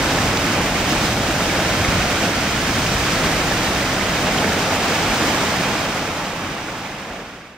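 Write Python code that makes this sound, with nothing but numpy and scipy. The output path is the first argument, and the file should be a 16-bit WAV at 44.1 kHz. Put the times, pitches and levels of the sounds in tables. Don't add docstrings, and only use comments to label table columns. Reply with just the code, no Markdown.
import sys
import numpy as np
from scipy import signal
from scipy.fft import rfft, irfft, next_fast_len
from scipy.io import wavfile
from scipy.ndimage import uniform_filter1d

SR = 44100
rng = np.random.default_rng(int(sys.argv[2]) if len(sys.argv) > 2 else 0)


def unload_audio(sound):
    columns = np.transpose(np.atleast_2d(sound))
    steps = np.round(np.clip(columns, -1, 1) * 32767)
    wavfile.write(sys.argv[1], SR, steps.astype(np.int16))


N = 333837

# (time [s], level [dB])
WASH_LEVEL = [(0, -22.5), (.75, -23.5), (1.25, -23), (1.7, -22.5), (2.55, -23), (3.2, -22.4), (3.95, -23.5),
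              (4.8, -22.5), (5.3, -22), (5.7, -23.5), (6.05, -26.5), (6.3, -28.9), (6.85, -32), (7.17, -35),
              (7.38, -39), (7.57, -45.5)]
# (time of middle [s], half length [s], pounding [dB], gulping [dB], churn [dB], splash [dB], spray [dB])
SWELLS_AND_DIPS = [(0.15, 0.18, 0, 1, 1.5, 0.2, 0.5), (0.258, 0.12, 5.5, 1.5, 0, 0, 0.5),
                   (0.495, 0.16, -2, 2.5, -1.5, 1, 0.5), (0.588, 0.09, 2, 0.5, 2.5, 1, -1),
                   (0.91, 0.071, -1, 5.5, 0, 1, 3), (0.992, 0.091, 1.5, 2, 1.5, 1.5, 2),
                   (1.06, 0.075, 3, 1, -1.5, 1, 3), (1.16, 0.1, 2.5, 0.5, 0, -1.9, 0),
                   (1.447, 0.12, -3, 0, 0, 0, 1), (1.573, 0.13, -1.5, 0, 1.5, 0.7, 0),
                   (1.78, 0.1, 3.5, -2, -1, 0.3, 0), (1.93, 0.23, 5, 2, -0.8, 1.3, 0.5),
                   (2.122, 0.1, -1, -2.5, -0.5, 1.2, 1.3), (2.25, 0.1, -4, 3.5, 2, 1, 1.2),
                   (2.76, 0.19, 2, 1, 0.5, -0.3, 1), (2.94, 0.22, 4, -1.5, 0.5, -0.5, 0.8),
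                   (3.124, 0.077, -3, 1, -1, 1.3, 1.8), (3.268, 0.13, 1.5, 1.5, 2.5, 1, 0.5),
                   (3.674, 0.18, -1, 0.5, 0, 0, 0.5), (4.093, 0.13, 2, 0, -0.5, 0.5, 0),
                   (4.28, 0.099, -1.5, 3.5, 1.5, 1, 0.5), (4.435, 0.16, 1, 3.5, 2, 0.5, 0.2),
                   (4.728, 0.087, 1, 0, 2.5, 0, 0.5), (4.92, 0.17, -2, -0.5, 1, 0.5, 0.3),
                   (5.103, 0.07, 10, 1, 1, 1, 0.5), (5.27, 0.16, 3, 3, 1, 0.6, 1),
                   (5.645, 0.19, 3, 2, 0, 0.5, -0.3), (6.472, 0.14, 3, 3.5, -2, 1, 0),
                   (7.158, 0.18, 2, 2, 5, 1, 0)]

# (frequency [Hz], relative density [dB per Hz])
POUNDING_COLOUR = [(12, -30), (22, -7), (33, -2.5), (48, 1.5), (76, 0.7), (95, 0), (125, 2.5), (160, -1.5),
                   (205, -23)]
GULPING_COLOUR = [(115, -15), (150, 0.5), (200, 3), (232, 0.5), (268, 2.1), (295, 0.9), (322, 1.5),
                  (365, -3.5), (460, -14)]
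CHURN_COLOUR = [(340, -8), (410, 1), (520, 2.5), (620, 3.5), (790, 2.5), (960, -3.5), (1150, -33)]
SPLASH_COLOUR = [(860, -10.5), (1020, -3.5), (1400, -3), (1900, -5), (2500, -6), (2900, -9.5), (3700, -16)]
SPRAY_COLOUR = [(2400, -16), (2850, -5), (3150, 0.2), (3450, -3), (3780, 0.4), (4150, -1.8), (4900, -0.3),
                (6200, -2.9), (8000, -7), (9300, -8.6), (10500, -11)]

# (time [s], level [dB])
POUNDING_LEVEL = [(0, -5.5), (1.9, -5.5), (2.35, -6), (2.8, -6), (3.7, -5.5), (4.1, -7.5), (4.8, -14),
                  (5.3, -12), (6.1, -11.5), (7.57, -9)]
CHURN_LEVEL = [(0, -3), (2.1, -2), (2.6, -5.5), (3.4, -3), (3.95, -3), (4.4, -1.8), (5.2, -3.5), (6.2, -2),
               (7.57, -4)]
GULPING_DB, SPLASH_DB, SPRAY_DB, PLINKS_DB = -3, -0.84, -5, -1
GULPING_EASE_DB_PER_S = 0.18
SPRAY_FOLLOWS = 1.24

# (time [s], level [dB])
DEEP_GULP_BAND = [(180, 1), (230, 0)]
DEEP_GULP_LEVEL = [(0, -2.5), (1.1, 2.5), (2.4, -1), (3.3, 1), (4.0, 2), (5.3, -1.8), (6.2, 1), (7.57, 1)]
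# (time [s], level [dB])
MIDDLE_BAND = [(700, 0), (880, 1), (1150, 1), (1450, 0)]
MIDDLE_LEVEL = [(0, 1.1), (1.2, -1.3), (2.7, -0.7), (3.8, -0.1), (5.3, 0.6), (6.5, 2), (7.57, 0.5)]
# (time [s], level [dB])
FINE_SPRAY_BAND = [(5500, 0), (8500, 1)]
FINE_SPRAY_LEVEL = [(0, 0), (1.2, -0.1), (2.5, -0.5), (3.2, 0.2), (4.0, -0.2), (5.3, -0.5), (7.57, -1.2)]

# (time [s], peak level [dB], centre [Hz], bandwidth [Hz], decay time constant [s])
SLAPS = [(.221, -18, 5800, 4500, .0015), (.332, -19, 6300, 4000, .0015), (.372, -10.5, 3500, 4000, .0035),
         (3.12, -18, 6700, 2200, .003), (3.648, -16.5, 3800, 2400, .003), (4.384, -11.5, 3450, 1100, .0016)]
# (frequency [Hz], width of each filter pass [Hz], relative level [dB])
HULL_RESONANCES = [(93.6, 22, -2.5), (205.5, 8.5, -11), (268.7, 13, -7), (362, 27, -7.5), (862, 120, -4.5)]
# (time [s], level [dB])
DRONE_LEVEL = [(0, -30), (3.9, -44), (4.4, -30), (5.3, -33), (5.9, -37), (6.5, -38.5), (7.2, -52),
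               (7.57, -66)]
# (frequency [Hz], coherence [0-1], left-right balance [dB], left phase lead [rad])
MICROPHONES = [(30, 0.985, -0.4, 0.04), (60, 0.985, -0.7, 0.04), (125, 0.995, -0.2, 0.02),
               (220, 0.997, -0.1, 0.01), (290, 0.995, -0.2, 0.0), (400, 0.978, -0.3, -0.01),
               (600, 0.963, -0.4, -0.01), (850, 0.895, -0.4, 0.0), (1150, 0.87, -1.2, -0.04),
               (1400, 0.79, -1.3, -0.13), (1800, 0.69, -3.2, -0.26), (2350, 0.61, -6.4, -0.17),
               (2900, 0.35, -3.7, 0.2), (3500, 0.24, -1.3, 0.15), (3900, 0.39, 1.6, -0.25),
               (4400, 0.47, 3.2, -0.68), (5000, 0.42, 1.3, -0.9), (5800, 0.24, -0.5, -1.4),
               (7500, 0.29, -0.4, -2.3), (9800, 0.28, -0.5, -3.0)]
RECORDER_BAND_HZ, CUTOFF_HZ = 10350, 15600


def wash():
    wash_db, = in_time(WASH_LEVEL)
    return wash_db, wash_db - np.median(wash_db)


def swells_and_dips():
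    t = np.arange(N) / SR
    total_db = np.zeros((5, N))
    for s, half_length, *changes_db in SWELLS_AND_DIPS:
        phase = np.clip((t - s) / half_length, -1, 1)
        hump = np.cos(np.pi / 2 * phase) ** 4
        total_db += np.outer(changes_db, hump)
    return total_db


def pounding(wash_db, change_db):
    level_db = wash_db + in_time(POUNDING_LEVEL)[0] + change_db
    noise = coloured(rng.standard_normal((2, N)), POUNDING_COLOUR)
    return from_db(level_db) * steadied(noise, seconds=0.12)


def gulping(wash_db, change_db):
    t = np.arange(N) / SR
    level_db = wash_db + GULPING_DB - GULPING_EASE_DB_PER_S * t + change_db
    pockets = bubbles(GULPING_COLOUR, cycles=38, rise=0.098, spread_db=3.5, count=1500)
    gulps = white_water(GULPING_COLOUR, pockets, grain_db=-7, steady_s=0.135)
    return from_db(level_db) * swelled(gulps, DEEP_GULP_BAND, DEEP_GULP_LEVEL)


def churn(wash_db, change_db):
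    level_db = wash_db + in_time(CHURN_LEVEL)[0] + change_db
    cloud = bubbles(CHURN_COLOUR, cycles=36, rise=0.35, spread_db=3, count=3000)
    return from_db(level_db) * white_water(CHURN_COLOUR, cloud, grain_db=-8, steady_s=0.14)


def splash(wash_db, change_db):
    level_db = wash_db + SPLASH_DB + change_db
    short = bubbles(SPLASH_COLOUR, cycles=6.0, rise=0.076, spread_db=2.0, count=8000)
    plinks = bubbles(SPLASH_COLOUR, cycles=60, rise=0.05, spread_db=3.5, count=2000)
    grains = short + from_db(PLINKS_DB) * plinks
    return from_db(level_db) * white_water(SPLASH_COLOUR, grains, grain_db=-7, steady_s=0.15)


def spray(wash_db, swing_db, change_db):
    level_db = wash_db + SPRAY_DB + (SPRAY_FOLLOWS - 1) * swing_db + change_db
    drops = bubbles(SPRAY_COLOUR, cycles=4, rise=.05, spread_db=2.1, count=55000)
    return from_db(level_db) * white_water(SPRAY_COLOUR, drops, grain_db=-3, steady_s=0.4)


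def paddle_wash():
    wash_db, swing_db = wash()
    pounding_db, gulping_db, churn_db, splash_db, spray_db = swells_and_dips()
    under_water = pounding(wash_db, pounding_db) + gulping(wash_db, gulping_db)
    sheets = drift(17.0)
    falling = splash(wash_db, splash_db) * from_db(0.34 * sheets)
    hiss = spray(wash_db, swing_db, spray_db) * from_db(0.42 * sheets)
    body = swelled(churn(wash_db, churn_db) + falling, MIDDLE_BAND, MIDDLE_LEVEL)
    return under_water + body + swelled(hiss, FINE_SPRAY_BAND, FINE_SPRAY_LEVEL)


def slaps():
    out, age = np.zeros((2, N)), np.arange(int(.05 * SR)) / SR
    for s, peak_db, hz, width_hz, decay_s in SLAPS:
        edges = [hz - width_hz / 2, hz + width_hz / 2]
        band = signal.butter(2, edges, "band", fs=SR, output="sos")
        burst = rng.standard_normal(len(age)) * np.exp(-age / decay_s)
        crack = signal.sosfilt(band, burst)
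        at = int(s * SR)
        out[0, at:at + len(age)] += from_db(peak_db) * crack / abs(crack).max()
    return out


def machinery():
    hum = 0
    for hz, width_hz, level_db in HULL_RESONANCES:
        b, a = signal.iirpeak(hz, hz / width_hz, fs=SR)
        once = signal.lfilter(b, a, rng.standard_normal((2, N + SR)))
        shaken = signal.lfilter(b, a, once)[:, SR:]
        hum = hum + from_db(level_db) * steadied(shaken, seconds=0.3)
    return from_db(in_time(DRONE_LEVEL)[0]) * rms_one(hum)


def microphone(field):
    coherence, balance_db, lead = in_frequency(MICROPHONES)
    alike = np.clip(coherence, 0, .999)
    left = from_db(balance_db / 2) * np.exp(.5j * lead)
    right = from_db(-balance_db / 2) * np.exp(-.5j * lead)
    common = np.sqrt(1 + alike) * np.array([left, right])
    apart = np.sqrt(1 - alike) * np.array([left, -right])
    centre = np.hypot(abs(common.mean(axis=0)), abs(apart.mean(axis=0)))
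    return filtered(field[0], common / centre) + filtered(field[1], apart / centre)


def bubbles(spectrum, cycles, rise, spread_db, count):
    when, pitch, size, side = rng.random((count, 4)).T[:, :, None]
    low, high = spectrum[0][0], spectrum[-1][0]
    hz = low * (high / low) ** pitch
    age = np.arange(int(cycles * SR / low))
    life = age * hz / (SR * cycles)
    height = hz * from_db(-spread_db * np.log(np.maximum(size, .01)))
    phase = 2 * np.pi * cycles * life * (1 + rise * life / 2)
    rings = height * np.exp(-np.log(1000) * life) * np.sin(phase)
    at = ((when * N).astype(int) + age).ravel()
    rows = []
    for share in (np.cos, np.sin):
        part = rings * share(2 * np.pi * side)
        rows.append(np.bincount(at, part.ravel(), N)[:N])
    return rms_one(np.array(rows))


def white_water(spectrum, grains, grain_db, steady_s):
    blur = coloured(rng.standard_normal((2, N)), spectrum)
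    return steadied(blur + from_db(grain_db) * coloured(grains, spectrum), steady_s)


def steadied(x, seconds):
    power = uniform_filter1d(x[0] ** 2, max(int(seconds * SR), 1))
    return x / np.sqrt(power + 1e-9)


def swelled(x, band, curve):
    return x + (from_db(in_time(curve)[0]) - 1) * filtered(x, in_frequency(band)[0])


def drift(rate):
    r = np.exp(-80 * np.pi * rate / SR)
    noise = rng.standard_normal(N // 40 + 2002)
    slow = signal.lfilter([1], [1, -2 * r, r * r], noise)[2000:]
    return np.interp(np.arange(N) / 40, np.arange(len(slow)), rms_one(slow))


def coloured(x, spectrum):
    closed = [(spectrum[0][0] / 2, -90), *spectrum, (spectrum[-1][0] * 2, -90)]
    return rms_one(filtered(x, from_db(in_frequency(closed)[0])))


def filtered(x, gain):
    size = next_fast_len(N)
    return irfft(rfft(x, size) * gain, size)[..., :N]


def in_time(rows):
    s, *columns = np.transpose(rows)
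    return [np.interp(np.arange(N) / SR, s, c) for c in columns]


def in_frequency(rows):
    hz, *columns = np.transpose(rows)
    bins = np.maximum(np.fft.rfftfreq(next_fast_len(N), 1 / SR), 1)
    return [np.interp(np.log(bins), np.log(hz), c) for c in columns]


def rms_one(x):
    return x / np.sqrt(np.mean(x ** 2) + 1e-20)


def from_db(db):
    return 10 ** (np.asarray(db) / 20)


def scene():
    return microphone(paddle_wash() + slaps() + machinery())


def record(dry):
    band_limit = signal.ellip(12, .1, 80, RECORDER_BAND_HZ, fs=SR, output="sos")
    kept = signal.sosfilt(band_limit, dry)[:, ::2]
    joined = np.array([np.interp(np.arange(N), np.arange(0, N, 2), channel) for channel in kept])
    top_cut = signal.ellip(12, .1, 90, CUTOFF_HZ, fs=SR, output="sos")
    return signal.sosfilt(top_cut, joined)


dry = scene()
out = record(dry)
unload_audio(out)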